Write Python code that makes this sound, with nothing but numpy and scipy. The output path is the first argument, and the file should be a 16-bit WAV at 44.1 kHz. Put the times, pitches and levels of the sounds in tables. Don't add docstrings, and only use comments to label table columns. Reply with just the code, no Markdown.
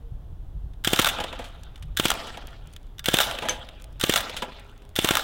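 import sys
import numpy as np
from scipy import signal
from scipy.fft import rfft, irfft
from scipy.io import wavfile
from scipy.ndimage import uniform_filter1d, map_coordinates

SR = 44100
rng = np.random.default_rng(int(sys.argv[2]) if len(sys.argv) > 2 else 0)


def store_wav(level_fs):
    pcm = np.round(np.clip(np.atleast_2d(level_fs), -1, 1) * 32767)
    wavfile.write(sys.argv[1], SR, pcm.T.astype(np.int16))


N = 230988
TIME = np.arange(N) / SR

# start_s, level_db
SHOTS_BY_BURST = [
    [(.8740, -2), (.9329, .5), (.9950, 1.5)],
    [(1.9979, -1.5), (2.0548, 0)],
    [(3.0851, -1.5), (3.1409, 2.5)],
    [(4.038, -1.5), (4.0953, 1)],
    [(4.9886, -1.5), (5.0456, -1), (5.1090, -1)],
]
# trigger_lead_s (before the sear), trigger_db, slam_s, slam_db,
# rebound_s, rebound_db, settling_rattle_db, settling_decay_s
BURST_ENDS = [(.008, -34, 1.0458, -8.5, 1.0718, -12, -24, .016),
              (0.0044, -37, 2.1028, -7, 2.115, -15.5, -37, .018),
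              (.016, -32.5, 3.1865, -5, 3.2022, -8.5, -22, 0.053),
              (.0135, -29, 4.1378, -7, 4.159, -9.5, -20.5, .027),
              (0.006, -29, 5.1526, -7, 5.1702, -12, -24.5, 0.026)]
# start_s, level_db, decay_ms, receiver_knock_db (added to level_db)
LOOSE_PARTS = [(.9905, -8.5, 1.8, 0.5), (1.0157, -17.5, 4.8, -25), (1.058, -21, 6, -4),
               (1.0665, -17.5, 4.4, 6), (1.087, -17.5, 7.3, -14), (2.983, -34, 1.4, -38),
               (2.9928, -31.5, 4.1, -18), (3.2085, -18.5, 11, -6.5), (4.205, -21.5, 4.1, -6),
               (5.0878, -8, 2.4, -6.5), (5.194, -23, 2.5, 2)]
# pitch_hz, level_db, t60_s (time to fade by 60 dB)
STEEL_TONES = [(872, -12, 0.15), (1179, -15, 0.24), (1368, -4.5, 0.13), (1530, -3.5, 0.026),
               (1662, 0, 0.077), (1817, -7, 0.022), (2260, 2, 0.036), (2780, -5, .04), (3190, 1.5, 0.028),
               (3380, -6.5, 0.027), (3530, -1.5, 0.1), (3870, -10, .03), (4240, -18, .03),
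               (4780, -16.5, 0.13), (6100, -10, 0.033), (8050, -6, .04)]
# start_s, level_db, decay_ms, hollow_knock_db (added to level_db)
LATER_KNOCKS = [(1.186, -30.5, 3.7, 9), (1.201, -25.5, 11, 1), (1.239, -22.5, 4.9, -1),
                (1.327, -36, 8.3, 6), (1.390, -35.5, 15.5, 4.5), (1.441, -38, 26, -8), (2.270, -34, 12, -1),
                (2.372, -32.5, 6.2, -1.5), (3.311, -19.5, 2.6, -5), (3.351, -26.5, 2.4, 1.5),
                (3.387, -21.5, 3.4, -10), (3.421, -32.5, 20, 6.5), (3.452, -33.5, 15, 6.5),
                (3.4862, -12.5, 2.8, -6.5), (3.4945, -26.5, 30.3, -3.5), (3.688, -33, 3.5, -26),
                (4.296, -22.5, 3.2, -2), (4.3655, -24.5, 16, -19), (4.421, -25, 10, 2.5),
                (4.482, -49, 6.3, 14)]
# start_s, level_db, decay_ms, dull_part_db (added to level_db)
LANDINGS = [(.735, -61, 2.5, 9.5), (1.634, -37, 2.1, -8.5), (1.758, -52.5, 3.3, 10.5), (1.777, -59, 4.4, 8),
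            (1.8245, -48.5, 4.6, 9), (2.139, -19, 1.1, -6), (2.471, -28.5, 1.4, -24),
            (2.672, -40.5, 2, -18), (2.728, -44.5, 1.9, -19), (2.736, -38, 2, -8.5), (2.763, -37.5, 2, 3.5),
            (3.799, -52, 2, 5), (3.842, -28, 1.3, -24), (3.927, -49.5, 2.8, -18), (4.596, -41.5, 2.2, -3),
            (4.82, -58.5, 4, 6.5), (4.8915, -38, 1.2, -19)]
# pitch_hz, level_db, t60_s
TABLE_TONES = [(255, -14, 0.094), (313, -15.5, 0.087), (515.5, -1.5, 0.054), (598, -0.5, 0.039),
               (706, -4.5, 0.046), (831, 0, 0.051), (980, -2, 0.035), (1090, -5, 0.022), (1270, -11, 0.017),
               (1620, -3.5, 0.039), (2300, -18, 0.02)]
# pitch_hz, level_db, t60_s
TARGET_TONES = [(2270, -9, .07), (3042, -9, 0.091), (6235, 1.5, 0.034), (6200, -12, 0.14),
                (6170, -1, 0.034), (7950, -19, .06)]
# delay_s, level_db, spread_s
TREE_STANDS = [(.1, -12, .012), (0.164, -4.5, .012), (.392, -7.5, 0.014)]
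# peak_s, level_db, half_length_s
WIND_GUSTS = [(0.136, -34, .045), (.57, -30.5, 0.032), (.66, -31, 0.038), (1.875, -32, 0.056)]
# time_s, pitch_hz, level_db
ROAD_DRONE = [(0, 468.6, -63.5), (.5, 455, -74), (3.95, 400, -71.5), (4.6, 409.6, -62), (5.24, 417, -68)]

# pitch_hz, level_db (per Hz)
BLAST_COLOUR = [(40, -21.5), (80, -8), (150, -3), (270, -4.5), (340, -0.5), (430, -6.5), (560, -8),
                (720, -15), (1000, -21.5), (2000, -36), (8000, -54.5)]
GAS_COLOUR = [(150, -27), (500, 5.5), (800, -3), (1400, 1.5), (2100, -4), (3300, 0.5), (4500, -7),
              (7500, -7), (10000, -8.5), (15000, -11.5)]
CLACK_COLOUR = [(100, -19), (650, -35), (1000, -19.5), (1500, -4), (2050, -7), (3000, -2.5), (3650, 2.5),
                (4400, -12), (5600, -12), (7500, -10), (10000, -15.5), (15000, -14.5)]
KNOCK_COLOUR = [(80, -24), (350, -18.5), (550, -2), (750, -1.5), (1000, -2.5), (1380, 3), (1900, -10.5),
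                (3000, -22), (8000, -42)]
STRIKE_COLOUR = [(150, -40), (700, -16), (1500, -2), (2200, -5), (3300, 4), (4500, -9.5), (7000, -11.5),
                 (10000, -14.5), (15000, -24)]
HOLLOW_COLOUR = [(100, -12), (250, 1.5), (380, -6), (550, 1), (820, -4), (1100, -6), (1600, -6),
                 (3000, -8.5), (8000, -51.5)]
TICK_COLOUR = [(300, -25), (2000, -6), (4000, -2.5), (6000, -2), (9500, -0.5), (12000, -9.5), (15000, -5.5)]
WOODS_COLOUR = [(60, -9.5), (150, -2), (260, 1), (370, -4), (550, 1), (850, -1), (1100, -4), (1550, -3.5),
                (2200, -5.5), (3300, -2), (4500, -8.5), (7500, -15.5), (15000, -28)]
RUMBLE_COLOUR = [(15, -5.5), (35, 5.5), (60, -2), (100, -7), (150, -13.5), (250, -41), (600, -78),
                 (3000, -100)]
AIR_COLOUR = [(100, 5.5), (200, -1), (300, -1.5), (480, -8), (700, -7.5), (1000, -13), (1500, -19),
              (2300, -27), (3400, -22), (4500, -31.5), (8000, -35), (15000, -34)]

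# decay_ms, receiver_knock_db (added to the blow's level)
TRIGGER, SEAR, BUFFER, SLAM, REBOUND = (6.9, -12.5), (3.9, -24), (3, -19.5), (1.94, -6), (2.76, -1.2)
SEAR_LEAD_S, SEAR_DB = .0271, -15.5
RECOIL_S, BUFFER_DB, FIRST_RECOIL_DB = .0275, -18.5, -11
SLIDE_DB, SLIDE_BUILD_DB_PER_S = -37, 27
STROKE_DB, STROKE_RISE_S, STROKE_FALL_S = -29, 0.0093, .012
SETTLE_KNOCK_DB = -7
PING_S, PING_DB = 3.4945, -17.5
ECHO_BUILD_S, ECHO_T60_S, LATE_DB, LATE_T60_S = 0.047, 1.12, -32.5, 3.8
STAND_DULL_HZ = 1100
WIND_DB, WIND_EASE_DB_PER_S, WIND_WAVER_DB, WIND_WAVER_S = -37.5, -1.5, 2, 0.055
TOP_HZ = 16000


def muzzle():
    out = undb(8) * colour(reports(), BLAST_COLOUR)
    t = TIME[:SR // 20]
    for s, db in shots():
        vary = 1 + 0.041 * rng.standard_normal(2)
        leak = np.exp((t - .003) / 0.0011)
        emptying = np.exp((.003 - t) / 0.0026)
        flow = np.minimum(leak, emptying)
        hiss = colour(grainy(4, .0002, size=len(t)) * flow, GAS_COLOUR)
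        add(out, s - .0025, undb(db - 13) * hiss)
        crack = undb(-7) * swing(3300 * vary[0], 0.0012, .0018)
        crack += undb(-10.0) * swing(7500 * vary[0], 0.00034, .0018)
        slaps = undb(-6) * swing(2900 * vary[1], .0004, .0046)
        slaps += undb(-13) * swing(2900, .0003, .01)
        add(out, s, undb(db) * (crack + slaps))
    return out


def reports():
    out = np.zeros(N)
    for s, db in shots():
        add(out, s, undb([db]))
    return out


def shots():
    return [shot for burst in SHOTS_BY_BURST for shot in burst]


def swing(hz, decay_s, delay_s):
    t = np.maximum(TIME[:SR // 20] - delay_s, 0)
    return np.sin(2 * np.pi * hz * t) * np.exp(-t / decay_s)


def action():
    sharp, heavy = contacts(blows(), rise_ms=.3, low_stretch=1.1, spread_db=5)
    slide, settle = rattling()
    chatter = mottle(grainy(spread_db=4.5, grain_s=0.0016), spread_db=3.2, hold_s=.012)
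    rattle = (slide + settle) * chatter
    knock = heavy + (undb(-14.5) * slide + undb(SETTLE_KNOCK_DB) * settle) * chatter
    clack = colour(undb(1.5) * sharp + undb(-1.0) * rattle, CLACK_COLOUR)
    direct = clack + colour(knock, KNOCK_COLOUR)
    ringing = through(undb(-8.0) * sharp + undb(-6.0) * rattle, unit(ring(STEEL_TONES)))
    return direct + ringing


def blows():
    rows = list(LOOSE_PARTS)
    for burst, ends in zip(SHOTS_BY_BURST, BURST_ENDS):
        lead_s, trigger_db, slam_s, slam_db, rebound_s, rebound_db, _, _ = ends
        sear_s = burst[0][0] - SEAR_LEAD_S
        rows.append((sear_s - lead_s, trigger_db, *TRIGGER))
        rows.append((sear_s, SEAR_DB, *SEAR))
        rows.append((slam_s, slam_db, *SLAM))
        rows.append((rebound_s, rebound_db, *REBOUND))
        for k, (s, db) in enumerate(burst):
            recoil_db = BUFFER_DB + db + FIRST_RECOIL_DB * (k == 0)
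            rows.append((s + RECOIL_S, recoil_db, *BUFFER))
    return rows


def rattling():
    slide, settle = np.zeros(N), np.zeros(N)
    for burst, (*_, rebound_s, _, settle_db, settle_s) in zip(SHOTS_BY_BURST, BURST_ENDS):
        since = TIME - (burst[0][0] - SEAR_LEAD_S)
        moving = (since > 0) & (TIME < rebound_s)
        strokes = sum(undb(STROKE_DB + db) * swell(s, STROKE_RISE_S, STROKE_FALL_S) for s, db in burst)
        building = undb(SLIDE_DB + SLIDE_BUILD_DB_PER_S * since * moving)
        slide += moving * (building + strokes)
        settle += undb(settle_db) * swell(rebound_s + .005, .002, settle_s)
    return slide, settle


def swell(s, rise_s, fall_s):
    return np.exp(-np.maximum((s - TIME) / rise_s, (TIME - s) / fall_s))


def knocks_and_bits():
    sharp, heavy = contacts(LATER_KNOCKS, rise_ms=0.3, low_stretch=1.3, spread_db=2)
    bright, dull = contacts(LANDINGS + patter(), rise_ms=0.3, low_stretch=1.4, spread_db=2.0)
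    knocks = colour(undb(-4.5) * heavy, HOLLOW_COLOUR)
    knocks += through(undb(-2.0) * heavy, unit(ring(TABLE_TONES)))
    strikes = colour(undb(-3.0) * sharp + dull, STRIKE_COLOUR)
    return strikes + knocks + colour(undb(-4.5) * bright, TICK_COLOUR)


def patter(count=170, mean_db=-51, spread_db=4, flight_s=.22, fall_s=.8, fade_db=-7):
    fired = shots()
    rows = []
    for shot, late, size in rng.random((count, 3)):
        s = fired[int(shot * len(fired))][0] + flight_s + fall_s * late
        db = mean_db + fade_db * late - spread_db * np.log(1 - size)
        rows.append((s, db, .9, -8))
    return rows


def ping():
    out = np.zeros(N)
    add(out, PING_S, undb(PING_DB) * ring(TARGET_TONES))
    return out


def woods(x, split_hz=4500, air_loss_db_per_s=12, trunks_db=-2.0):
    brush = grainy(spread_db=4, grain_s=.01)
    trunks = np.zeros(N)
    spacing = SR // 28
    starts = np.arange(0, N - spacing, spacing)
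    places = starts + rng.integers(0, spacing, len(starts))
    trunks[places] = rng.standard_normal(len(starts)) * np.sqrt(spacing)
    trunks = uniform_filter1d(trunks, size=8)
    build = 1 - np.exp(-(TIME / ECHO_BUILD_S) ** 2)
    fade = undb(-60 * TIME / ECHO_T60_S) + undb(LATE_DB - 60 * TIME / LATE_T60_S)
    scatter = (brush + undb(trunks_db) * trunks) * build * fade
    low = signal.sosfiltfilt(signal.butter(2, split_hz, fs=SR, output="sos"), scatter)
    high = (scatter - low) * undb(-air_loss_db_per_s * TIME)
    clumps = sum(undb(db) * np.exp(-((TIME - s) / spread_s) ** 2) for s, db, spread_s in TREE_STANDS)
    dulling = signal.butter(2, STAND_DULL_HZ, fs=SR, output="sos")
    stands = signal.sosfilt(dulling, clumps * rng.standard_normal(N))
    return through(x, unit(colour(low + high + stands, WOODS_COLOUR)))


def outdoors():
    buffet = colour(rng.standard_normal(N), RUMBLE_COLOUR)
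    buffet /= np.sqrt(uniform_filter1d(buffet ** 2, size=SR // 8))
    waver = np.interp(TIME / WIND_WAVER_S, np.arange(N), rng.standard_normal(N))
    breeze = undb(WIND_DB + WIND_EASE_DB_PER_S * TIME + WIND_WAVER_DB * waver)
    gusts = sum(undb(db) * np.exp(-((TIME - s) / half_s) ** 2) for s, db, half_s in WIND_GUSTS)
    hush = undb(-53.5) * colour(rng.standard_normal(N), AIR_COLOUR)
    return buffet * np.hypot(breeze, gusts) + hush


def road(width_hz=8):
    s, hz, db = np.transpose(ROAD_DRONE)
    noise = rng.standard_normal(N) + 1j * rng.standard_normal(N)
    waver = signal.sosfilt(signal.butter(2, width_hz, fs=SR, output="sos"), noise)
    turns = np.cumsum(np.interp(TIME, s, hz)) / SR
    tone = np.real(waver * np.exp(2j * np.pi * turns))
    return tone / tone.std() * undb(np.interp(TIME, s, db))


def contacts(table, rise_ms, low_stretch, spread_db):
    sharp, heavy = np.zeros(N), np.zeros(N)
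    ms = 1000 * TIME[:SR // 8]
    rise = 1 - np.exp(-ms / rise_ms)
    for s, db, decay_ms, weight_db in table:
        chatter = grainy(spread_db, .00015, size=len(ms))
        add(sharp, s, undb(db) * rise * np.exp(-ms / decay_ms) * chatter)
        slow_fade = np.exp(-ms / (decay_ms * low_stretch))
        add(heavy, s, undb(db + weight_db) * rise * slow_fade * rng.standard_normal(len(ms)))
    return sharp, heavy


def ring(modes):
    t = TIME[:SR // 3]
    out = np.zeros(len(t))
    for k, (hz, db, t60) in enumerate(modes):
        sign = (-1) ** k
        out += sign * undb(db - 60 * t / t60) * np.sin(2 * np.pi * hz * t)
    return out


def grainy(spread_db, grain_s, size=N):
    noise, sizes = rng.standard_normal((2, size))
    levels = np.interp(TIME[:size] / grain_s, np.arange(size), np.clip(sizes, -2, 2))
    x = noise * undb(spread_db * levels)
    return x / x.std()


def mottle(x, spread_db, hold_s, size=512):
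    overlap = size - size // 4
    hz, t, cells = signal.stft(x, SR, nperseg=size, noverlap=overlap)
    levels = rng.standard_normal((32, 1024))
    where = np.meshgrid(3 * np.log2(1 + hz / 100), t / hold_s, indexing="ij")
    gain = undb(spread_db * map_coordinates(levels, where, order=1, mode="mirror"))
    gain = gain / np.sqrt(np.mean(gain ** 2))
    return signal.istft(cells * gain, SR, nperseg=size, noverlap=overlap)[1][:N]


def colour(x, points, size=4096):
    hz, db = np.transpose(points)
    f = np.maximum(np.fft.rfftfreq(size, 1 / SR), 1)
    gain = undb(np.interp(np.log(f), np.log(hz), db))
    cepstrum = irfft(np.log(gain))
    cepstrum[1:size // 2] *= 2
    cepstrum[size // 2 + 1:] = 0
    return through(x, unit(irfft(np.exp(rfft(cepstrum)))))


def through(x, response):
    return signal.fftconvolve(x, response)[:len(x)]


def unit(x):
    return x / np.sqrt(np.sum(x ** 2))


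def add(track, s, sound):
    i = int(round(s * SR))
    track[i:i + len(sound)] += sound[:max(N - i, 0)]


def undb(db):
    return 10 ** (np.asarray(db) / 20)


def scene():
    gun, downrange = action(), knocks_and_bits()
    echo = woods(undb(2) * reports() + undb(-18.5) * gun + undb(-24.5) * downrange)
    echo = mottle(echo, spread_db=4.0, hold_s=.025)
    mix = muzzle() + gun + downrange + ping() + echo + outdoors() + road()
    return mix[None]


def record(dry, ceiling=0.56):
    rounded = ceiling * np.tanh(dry / ceiling)
    return signal.sosfilt(signal.ellip(10, .2, 70, TOP_HZ, fs=SR, output="sos"), rounded)


dry = scene()
out = record(dry)
store_wav(out)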